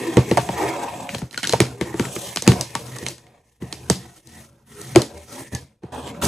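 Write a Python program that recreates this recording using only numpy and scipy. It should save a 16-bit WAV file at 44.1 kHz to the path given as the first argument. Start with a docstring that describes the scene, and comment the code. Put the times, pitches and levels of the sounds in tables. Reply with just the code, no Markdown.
"""Sharp snaps of tape and glue letting go as hands and a small blade open a cardboard box by a phone.
Each snap or knock is a short noise crack that sets off fading tones of the box panels and the air inside.
In between, blade, palms and flaps scrape the corrugated board: grainy noise driving the same box tones.
Small blade ticks, woody flap pops, a short room tail and a faint hush join in; the loudest peaks
are flattened by overload."""
import sys
import numpy as np
from scipy import signal
from scipy.fft import rfft, irfft, next_fast_len
from scipy.io import wavfile
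from scipy.ndimage import uniform_filter1d

SR = 44100
rng = np.random.default_rng(int(sys.argv[2]) if len(sys.argv) > 2 else 0)


def magnitude_from_level(level_db):
    """Linear magnitude for a level in decibels (20 dB per decade)."""
    exponent = np.asarray(level_db, float) / 20
    return 10 ** exponent


def log_audio(samples):
    """Write samples as a 16-bit WAV file to the path given in sys.argv[1]."""
    # one column per channel
    frames = np.atleast_2d(samples).T
    # limit to full scale, then quantise
    limited = np.clip(frames, -1, 1)
    pcm = np.round(limited * 32767).astype(np.int16)
    wavfile.write(sys.argv[1], SR, pcm)


N = 276507  # length in samples

# Tones of the hollow air in the box. Each row: pitch in Hz, relative level in dB,
# time to fade by 60 dB after a blow in seconds.
HOLLOW = [(80, 0, 0.08), (126, 4, .11), (184.9, 2.5, 0.073), (219.7, 3.5, 0.042)]
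# Tones of the cardboard panels. Each row: pitch in Hz, relative level in dB,
# time to fade by 60 dB after a blow in seconds.
PANELS = [(267, 5.5, 0.034), (340, 6.5, 0.043), (400, 3.5, 0.035), (467, 3.5, 0.039), (560, 3.5, 0.034),
          (633, -2.5, 0.037), (705.4, 4, 0.027), (810, 2.5, 0.04), (914, 0, 0.078), (1140, -7, 0.1),
          (1334, 6, 0.0087), (1500, -2.5, 0.0072), (1850, 7, 0.018), (2118, 0.5, 0.021),
          (2420, -3.5, 0.0085), (3100, -1, 0.017), (4160, 1.5, 0.016), (6100, 3, 0.012), (8060, 0.5, 0.018)]


def unit(x):
    """Scale to an rms level of 1."""
    return x / np.sqrt(np.mean(x ** 2))


def colour(x, points):
    """Shape a spectrum through points of (Hz, dB), joined along a logarithmic pitch scale."""
    hz, db = np.transpose(points)
    size = next_fast_len(len(x))
    f = np.maximum(np.arange(size // 2 + 1) * SR / size, 1)
    gain = magnitude_from_level(np.interp(np.log(f), np.log(hz), db))
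    return irfft(rfft(x, size) * gain, size)[:len(x)]


def band(x, hz, width_hz):
    """Resonance with gain 1 at its centre."""
    return signal.lfilter(*signal.iirpeak(min(hz, SR / 2.5), hz / width_hz, fs=SR), x)


def walk(rate):
    """Smoothly wandering random level: rate new values per second, spread near 1."""
    hold = int(SR / rate)
    steps = np.repeat(rng.standard_normal(N // hold + 1), hold)
    return 1.21 * uniform_filter1d(uniform_filter1d(steps, hold), hold)[:N]


def ring(modes, weight_db, phase, travel, size):
    """Fading tones after a blow: bending waves are slower in the bass, so low tones arrive and swell later."""
    hz, db, t60 = np.transpose(modes)[:, :, None]
    t = np.maximum(np.arange(size) / SR - travel / np.sqrt(hz), 0)
    swell = 1 - np.exp(-t * hz * 2.4)
    fade = np.exp(-np.log(1000) * t / t60)
    tone = np.sin(2 * np.pi * (hz * t + phase[:, None]))
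    y = np.sum(magnitude_from_level(db + weight_db[:, None]) * swell * fade * tone, axis=0)
    return y / np.sqrt(np.mean(y[:SR // 50] ** 2))  # rms 1 over the first 20 ms


def room_hush():
    """Faint steady noise of the quiet room, strongest in the bass."""
    noise = rng.standard_normal(N)
    return magnitude_from_level(-62.5) * unit(colour(noise, [(30, 20), (70, 15), (120, 8), (1000, -17), (16000, -35)]))


def room_tail(hits):
    """Echoes too dense to tell apart: each range's energy fills the room, then drains at its own pace."""
    # Each row: middle of the range in Hz, time to fade by 60 dB in seconds, level in dB.
    ranges = [(290, 0.21, -11), (810, 0.12, -16.5), (2160, 0.15, -7), (5000, 0.28, -5.5),
              (10300, 0.05, -24.5)]
    echo_gap_s, fill_s = 0.0029, 0.0025  # wait before the first echoes, time they take to build up
    tail = 0
    for hz, t60, db in ranges:
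        keep, fill = np.exp(-6 * np.log(10) / t60 / SR), np.exp(-1 / (fill_s * SR))
        power = band(band(hits, hz, hz), hz, hz) ** 2
        energy = signal.lfilter([(1 - keep) * (1 - fill)], np.convolve([1, -keep], [1, -fill]), power)
        envelope = np.roll(np.sqrt(np.abs(energy)), int(echo_gap_s * SR))
        echoes = unit(band(band(rng.standard_normal(N), hz, hz), hz, 2 * hz))
        tail = tail + magnitude_from_level(db) * envelope * echoes
    return tail


def flap():
    """Woody tones that swell fast, hold and are stopped."""
    # Each row: start in seconds, time until it is stopped in seconds, level in dB, pitch in Hz.
    pops = [(1.534, 0.0037, -1.4, 483), (4.96, .015, 1, 350.3)]
    out = 0
    for s, length, db, hz in pops:
        t = np.maximum(np.arange(N) / SR - s, 0)
        swell = 1 - np.exp(-t / 0.0031)
        stop = np.exp(-np.maximum(t - length, 0) / 0.0023)
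        out = out + magnitude_from_level(db) * swell * stop * np.sin(2 * np.pi * hz * t)
    return out


def blade():
    """The blade clicking in the hand: short metallic ticks, each led by one of its tones."""
    # Tones of the blade. Each row: pitch in Hz, relative level in dB, time to fade by 60 dB in seconds.
    modes = [(1450, 2.5, 0.051), (1620, -1, 0.023), (3000, -2.5, 0.031), (4080, -0.5, 0.081)]
    # Clicks. Each row: time in seconds, ring level in dB, pitch of the leading tone in Hz.
    clicks = [(1.376, -28.5, 1450), (1.438, -30, 3000), (1.446, -29.5, 1620)]
    out, size = np.zeros(N + SR), SR // 10
    octave = np.log2(np.array(modes)[:, 0])
    for s, db, hz in clicks:
        i = int(s * SR)
        lead_db = np.maximum(-300 * (octave - np.log2(hz)) ** 2, -12)
        out[i:i + size] += magnitude_from_level(db) * ring(modes, lead_db, rng.random(len(modes)), travel=0, size=size)
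    return out[:N]


def strokes(time):
    """Gains of rumble, panel, board and hiss: a stroke swells, sags as it slows, dies as the hand lifts."""
    # Strokes of blade, palm or flap. Each row: start in seconds, fullest moment in seconds,
    # lift in seconds, panel rasp in dB, fibre hiss over that rasp in dB, hollow rumble over it in dB.
    moves = [(-0.05, 0.021, 0.2, -25, -14.5, -13), (0.176, 0.38, 0.56, -31.5, -8, 1),
             (0.516, 0.604, 0.83, -23, -16.5, -14), (0.796, 0.889, 1.044, -29.5, -13.5, -8.5),
             (1.079, 1.136, 1.195, -41.5, -1.5, 6.5), (1.312, 1.439, 1.277, -38.5, 6.5, 1.5),
             (1.515, 1.559, 1.725, -34.5, -13, 0.5), (1.755, 1.861, 1.924, -34.5, -14.5, -4.5),
             (1.935, 2.056, 2.066, -31.5, -6.5, 1.5), (2.086, 2.214, 2.307, -38, 2.5, -4.5),
             (2.42, 2.506, 2.61, -31, -8.5, 2), (2.57, 3.0, 3.107, -39.5, -4.5, 2.5),
             (3.176, 3.31, 3.37, -53, -13.5, -3), (3.384, 3.456, 3.56, -70, 2, 2),
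             (3.601, 3.629, 3.75, -45, -7, 5.5), (3.737, 3.9, 4.06, -44, -6.5, 6.5),
             (4.036, 4.12, 4.2, -56.5, 2, -2), (4.241, 4.389, 4.41, -47.5, 0, 3.5),
             (4.437, 4.499, 4.7, -59.5, -10, 4.5), (4.655, 4.891, 5.04, -42.5, -1, 4),
             (4.937, 5.028, 5.17, -40, -23.5, 0.5), (5.123, 5.158, 5.28, -52, 1, 1.5),
             (5.277, 5.336, 5.42, -37, -3.5, -3), (5.515, 5.534, 5.507, -30.5, -11, 5.5),
             (5.821, 5.843, 5.96, -44, -26.5, -3.5), (5.92, 5.921, 5.99, -31, -17.5, -8.5),
             (6.013, 6.069, 6.095, -31, -16.5, -5.5), (6.09, 6.148, 6.8, -38.5, -18, 4.5),
             (6.213, 6.23, 6.27, -25, -0.5, 1)]
    sag_db_per_s, lift_db_per_s = 21, 149
    power = 0
    for start, full, lift, db, hiss_db, hollow_db in moves:
        fall_db = sag_db_per_s * np.maximum(time - full, 0) + lift_db_per_s * np.maximum(time - lift, 0)
        rise = np.clip((time - start) / max(full - start, 0.005), 0, 1) ** 0.63
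        board_db = -3.5 + 0.45 * hiss_db  # follows the fibre hiss in part
        levels = magnitude_from_level([hollow_db, 0, board_db, hiss_db])
        power = power + np.outer(levels, rise * magnitude_from_level(db - fall_db)) ** 2
    return np.sqrt(power)


def rubbed(force, modes, contact_hz, focus_db=8):
    """Tones under a sliding hand: damped wider; those near the contact's pitch lead, the rest come and go."""
    out = 0
    for hz, db, _ in modes:
        near_db = np.maximum(-focus_db * np.log2(hz / contact_hz) ** 2, -8)
        gain = magnitude_from_level(near_db + 0.6 * db + 3.48 * walk(12))
        out = out + gain * unit(band(band(force, hz, hz / 9), hz, hz / 2))
    return out / np.sqrt(uniform_filter1d(out ** 2, SR // 3))  # even out the level over a third of a second


def creak(force, time):
    """The board sings briefly under the rub: two narrow bands that swell and go."""
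    # Each row: middle in seconds, half length in seconds, pitch in Hz, level over the board rasp in dB.
    creaks = [(0.682, .04, 1840, -2), (5.383, 0.025, 1700, -6.5), (5.567, 0.025, 1723, 8)]
    out = 0
    for s, half, hz, db in creaks:
        swell = magnitude_from_level(db) * np.exp(-((time - s) / half) ** 2)
        for ratio in (1, 0.46):  # the pitch and its lower partner
            out = out + swell * unit(band(force, hz * ratio, hz * ratio / 25))
    return out


def fibres(force):
    """Treble of the rub in third-octave patches, each flickering on its own."""
    # Each row: pitch in Hz, relative level in dB per Hz.
    hiss_shape = [(1700, -23), (2900, 0), (4130, -1.5), (4900, -3), (6100, 4), (7460, 1), (12000, -2.5)]
    shaped = colour(force, hiss_shape)
    out = 0
    for k, hz in enumerate(2500 * 2 ** np.arange(0, 2.8, 1 / 3)):
        patch = band(band(shaped, hz, hz / 3), hz, hz / 3)
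        out = out + (-1) ** k * magnitude_from_level(1.5 * walk(30)) * patch  # alternating signs let neighbours join
    return unit(out)


def edge(force, time):
    """Hiss of edge on tape: the rub's grain squeezed into a narrow band that wanders in pitch."""
    # Each row: time in seconds, pitch in Hz, level over the fibre hiss in dB.
    path = [(0.0, 7760, -12), (1.08, 7720, -6), (1.2, 7000, -18), (2.08, 7500, -3.5), (2.3, 9730, -19),
            (5.93, 8800, -7.5), (6.07, 7630, -1), (6.2, 6960, -11.5)]
    width_hz = 800
    s, hz, db = np.transpose(path)
    grain = signal.sosfilt(signal.butter(2, width_hz / 2, fs=SR, output="sos"), force)
    carrier = np.cos(2 * np.pi * np.cumsum(np.interp(time, s, hz)) / SR)
    return magnitude_from_level(np.interp(time, s, db)) * unit(grain * carrier)


def scrape():
    """Fibres catch and slip: uneven dense grains drive the box, pressure flickering over the flutes."""
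    # Where the rub sits on the panels. Each row: time in seconds, pitch in Hz.
    contact = [(0.1, 487), (0.3, 340), (0.58, 614), (1.1, 640), (1.83, 334), (2.4, 651), (3.0, 400),
               (4.31, 477), (5.13, 340), (6.27, 516)]
    # Where it sits on the board's upper tones, in three groups. Each row: time in seconds, pitch in Hz.
    board_contact = [
        [(0.0, 1900), (0.5, 2270), (0.645, 1770), (0.72, 2350), (0.83, 1500), (0.9, 2000), (1.1, 2250)],
        [(1.4, 1450), (2.06, 1700), (2.2, 3000), (2.5, 1500), (3.1, 2004)],
        [(4.9, 1500), (5.6, 1700), (5.92, 3000), (6.09, 2770), (6.15, 1500)],
    ]
    time = np.arange(N) / SR
    # stroke gains are worked out every 32 samples and held
    hollow, panel, board, hiss = np.repeat(strokes(time[::32]), 32, axis=1)[:, :N]
    contact_hz = np.interp(time, *np.transpose(contact))
    board_hz = np.interp(time, *np.vstack(board_contact).T)

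    catch = magnitude_from_level(np.minimum(2.5 * rng.exponential(size=N), 10))
    caught = rng.random(N) < 1500 / SR  # about 1500 catches per second
    grains = rng.standard_normal(N) * (1 + 0.59 * caught * catch)
    force = grains * magnitude_from_level(1.1 * walk(25) + 2.1 * walk(120))
    # about 60 times a second a fibre tears with a millisecond tick, heard in the upper ranges
    tears = (rng.random(N) < 60 / SR) * catch
    ticks = signal.lfilter([1], [1, -np.exp(-1 / (0.001 * SR))], tears)
    torn = force * (1 + 0.6 * ticks)

    rumble = hollow * rubbed(force, HOLLOW, 130)
    panel_rasp = panel * rubbed(force, PANELS[:10], contact_hz)
    board_rasp = board * (rubbed(torn, PANELS[10:16], board_hz, focus_db=18) + creak(torn, time))
    fibre_hiss = hiss * (fibres(np.roll(torn, SR // 200)) + edge(torn, time))  # fibres 5 ms later
    return rumble + panel_rasp + board_rasp + fibre_hiss


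def knocks():
    """Flaps and palms knocking the box; a softer knock also loses treble."""
    # Each row: time in seconds, crack peak in dB, hollow boom in dB, ring in dB, pitch of the ring in Hz.
    hits = [(0.1696, -10, -12.5, -7.5, 400), (0.3126, -14.5, -21.5, -13, 340),
            (0.372, -8.5, -27.5, -14.5, 810), (0.378, -11, -32.5, -16, 645),
            (0.489, -19.5, -29, -22.5, 690), (1.146, -20, -29, -32, 560), (1.218, -24, -25.5, -39.5, 560),
            (1.534, -9.5, -26.5, -16.5, 704), (1.603, -2, -16.5, -12, 340.6),
            (1.811, -12.5, -25.5, -20, 340), (1.941, -28.5, -34.5, -24, 362.5),
            (1.996, -11.5, -21, -18.5, 282), (2.163, -19, -39, -28, 338), (2.466, -16, -21, -39.5, 467),
            (2.4763, 0, -8.5, -6, 340), (2.518, -12.5, -24, -21.5, 266.4), (3.025, -40, -37, -34, 340),
            (3.621, -35.5, -29, -31.5, 325), (3.8992, -9, -16, -18.5, 467), (4.95, -21, -20.5, -32, 567),
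            (4.959, -2.5, -21, -12.5, 599), (5.531, -44, -29.5, -36, 335.5), (5.834, -63, -35, -34, 379.3),
            (6.224, -19, -31, -34.5, 340)]
    dulling = 0.57  # further dB of treble lost for each dB of a softer crack
    return [(s, crack, crack * (1 + dulling) - 19, boom, ring_db, hz) for s, crack, boom, ring_db, hz in hits]


def crackle():
    """Small snaps at random moments, levels and pitches, as rows of time, crack, ring and pitch."""
    # Each row: start in seconds, end in seconds, snaps per second, lowest ring level in dB.
    stretches = [(1.32, 1.74, 120, -52), (2.86, 3.11, 60, -53.5), (1.43, 1.452, 450, -41)]
    small = []
    for start, end, rate, db in stretches:
        when, size, pitch = rng.random((40, 3)).T  # at most 40 snaps in a stretch
        s = start - np.cumsum(np.log(1 - when)) / rate
        ring_db = db - 2 * np.log(1 - size)  # on average 2 dB above the lowest
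        hz = 1900 * 2 ** (0.97 * pitch)
        small += [row for row in zip(s, ring_db + 6, ring_db, hz) if row[0] < end]
    return small


def releases():
    """Tape and glue letting go, with the crackle; higher snaps are brighter."""
    # Each row: time in seconds, crack peak in dB, ring in dB, pitch of the ring in Hz.
    let_go = [(1.091, -16, -48, 2420), (1.148, -19, -36.5, 3100), (1.183, -34, -44, 4160),
              (1.31, -37, -49.5, 4160), (1.344, -22, -47, 2120), (1.376, -19, -33, 4160),
              (1.431, -18, -45, 2340), (1.442, -12, -38, 4160), (1.472, -13, -30, 6600),
              (1.494, -18, -25.5, 4200), (1.525, -19, -27.5, 4130), (2.024, -28, -40, 1140),
              (2.052, -26.5, -39, 1850), (2.36, -17.5, -29.5, 6040), (2.371, -11, -33, 3100),
              (2.422, -29.5, -30, 6400), (2.6104, -27.5, -26, 6460), (2.7519, -11, -26, 1160),
              (2.964, -35, -43, 1334), (2.985, -35, -38.5, 6100), (3.0643, -17.5, -31.5, 3100),
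              (3.085, -29.5, -34, 5900), (3.181, -39, -54, 7100), (3.267, -43, -64, 2420),
              (3.726, -18, -34.5, 4330), (3.8991, -22.5, -20.5, 6800), (4.017, -55.5, -56, 1850),
              (4.272, -57, -50.5, 6000), (4.815, -47, -41, 7600), (5.018, -28.5, -29, 4160),
              (5.549, -28, -33, 6950), (6.076, -33, -48, 3100), (6.252, -29, -28, 6443)]
    rows = []
    for s, crack, ring_db, hz in let_go + crackle():
        treble_db = ring_db - 3.5 + np.log2(hz / 4080)  # 1 dB more per octave
        rows.append((s, crack, treble_db, crack - 25.5, ring_db, hz))
    return rows


def snaps():
    """Each snap or knock: a few milliseconds of crack, then the panels and the hollow ring on."""
    out, t = np.zeros(N + SR), np.arange(SR // 50) / SR
    octave = np.log2(np.array(PANELS)[:, 0])
    board_shape = [(500, -7), (1200, 1), (2300, 0.5), (4500, -16.5), (13000, -48)]
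    glue_shape = [(2500, -20.5), (4200, 3.5), (7500, 7.5), (11500, -1), (13000, -19.5), (16000, -31.5)]
    for s, crack_db, treble_db, boom_db, ring_db, ring_hz in knocks() + releases():
        i = int(s * SR)
        burst = rng.standard_normal(len(t)) * (1 - np.exp(-t / 0.00041)) * np.exp(-t / 0.0019)
        up = max(ring_hz / 1500, 1) ** 0.4  # above 1500 Hz the crack moves up partly with the ring
        board = colour(burst, [(hz * up, db) for hz, db in board_shape])
        glue = colour(burst * np.exp(-t / 0.006), glue_shape)
        out[i:i + len(t)] += magnitude_from_level(crack_db) * board / np.abs(board).max() + magnitude_from_level(treble_db) * unit(glue)

        near_db = -30 * (octave - np.log2(ring_hz)) ** 2  # tones near the struck spot's pitch answer most
        far_db = -12 - 3 * (octave - octave[0])  # the rest answer faintly, the low ones more
        panel_db = np.maximum(near_db, far_db)
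        size = SR // 5 if boom_db > -50 else SR // 16  # faint booms are cut shorter
        panel_phase, hollow_chance = rng.random(len(PANELS)), rng.random(len(HOLLOW))
        panels = ring(PANELS, panel_db, 0.46 * panel_phase, travel=0.02937, size=size)
        boom = ring(HOLLOW, 3 * (hollow_chance - 0.5), 0.17 * hollow_chance, travel=0.066, size=size)
        out[i:i + size] += magnitude_from_level(ring_db) * panels + magnitude_from_level(boom_db) * boom
    return out[:N]


def stereo(hits, soft):
    """Left and right from a shared middle plus or minus a side signal."""
    # Each row: pitch in Hz, level of the side against the full sound in dB.
    side_shape = [(60, -31), (250, -25), (750, -7), (1400, -9), (1850, -25), (2600, -8), (5000, -2.5),
                  (6000, -9), (6500, -42), (7100, -13), (7600, -8.5), (11500, 4.5), (15600, 1),
                  (15900, -32)]
    both = hits + soft
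    # a random drift of phase keeps the side only loosely tied to the middle
    turned = signal.hilbert(both, next_fast_len(N))[:N] * np.exp(1j * np.pi * walk(210))
    side = colour(turned.real, side_shape)
    # above split_hz the middle is nearly empty except in the loudest hits
    split_hz, full_db = 12350, -46  # top treble level of a hit from which the middle has it in full
    low = signal.sosfiltfilt(signal.ellip(6, 0.1, 30, split_hz, "lowpass", fs=SR, output="sos"), both)
    top = signal.sosfiltfilt(signal.ellip(6, 0.1, 30, split_hz, "highpass", fs=SR, output="sos"), hits)
    kept = np.minimum(uniform_filter1d(np.abs(top), SR // 400) / magnitude_from_level(full_db), 1) ** 2
    mid = low + top * kept
    return np.array([mid + side, mid - side])


def scene():
    """Snaps, blade and flap with their room tail, the scraping and a faint hush, in stereo."""
    hits = snaps() + blade() + flap()
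    soft = room_tail(hits) + scrape() + room_hush()
    return stereo(hits, soft)


def top_cut(x):
    """Nothing passes above the cut-off."""
    return signal.sosfilt(signal.butter(12, 16450, fs=SR, output="sos"), x)


def record(dry):
    """The phone cuts the deep bass and the top and flattens the loudest peaks."""
    cut = signal.sosfilt(signal.butter(2, 56, "highpass", fs=SR, output="sos"), dry)
    cut = signal.sosfilt(signal.ellip(8, 0.2, 60, 16400, fs=SR, output="sos"), cut)
    knee = 6  # higher bends more sharply at full scale
    flattened = cut / (1 + np.abs(cut) ** knee) ** (1 / knee)
    return top_cut(flattened)


dry = scene()
out = record(dry)
log_audio(out)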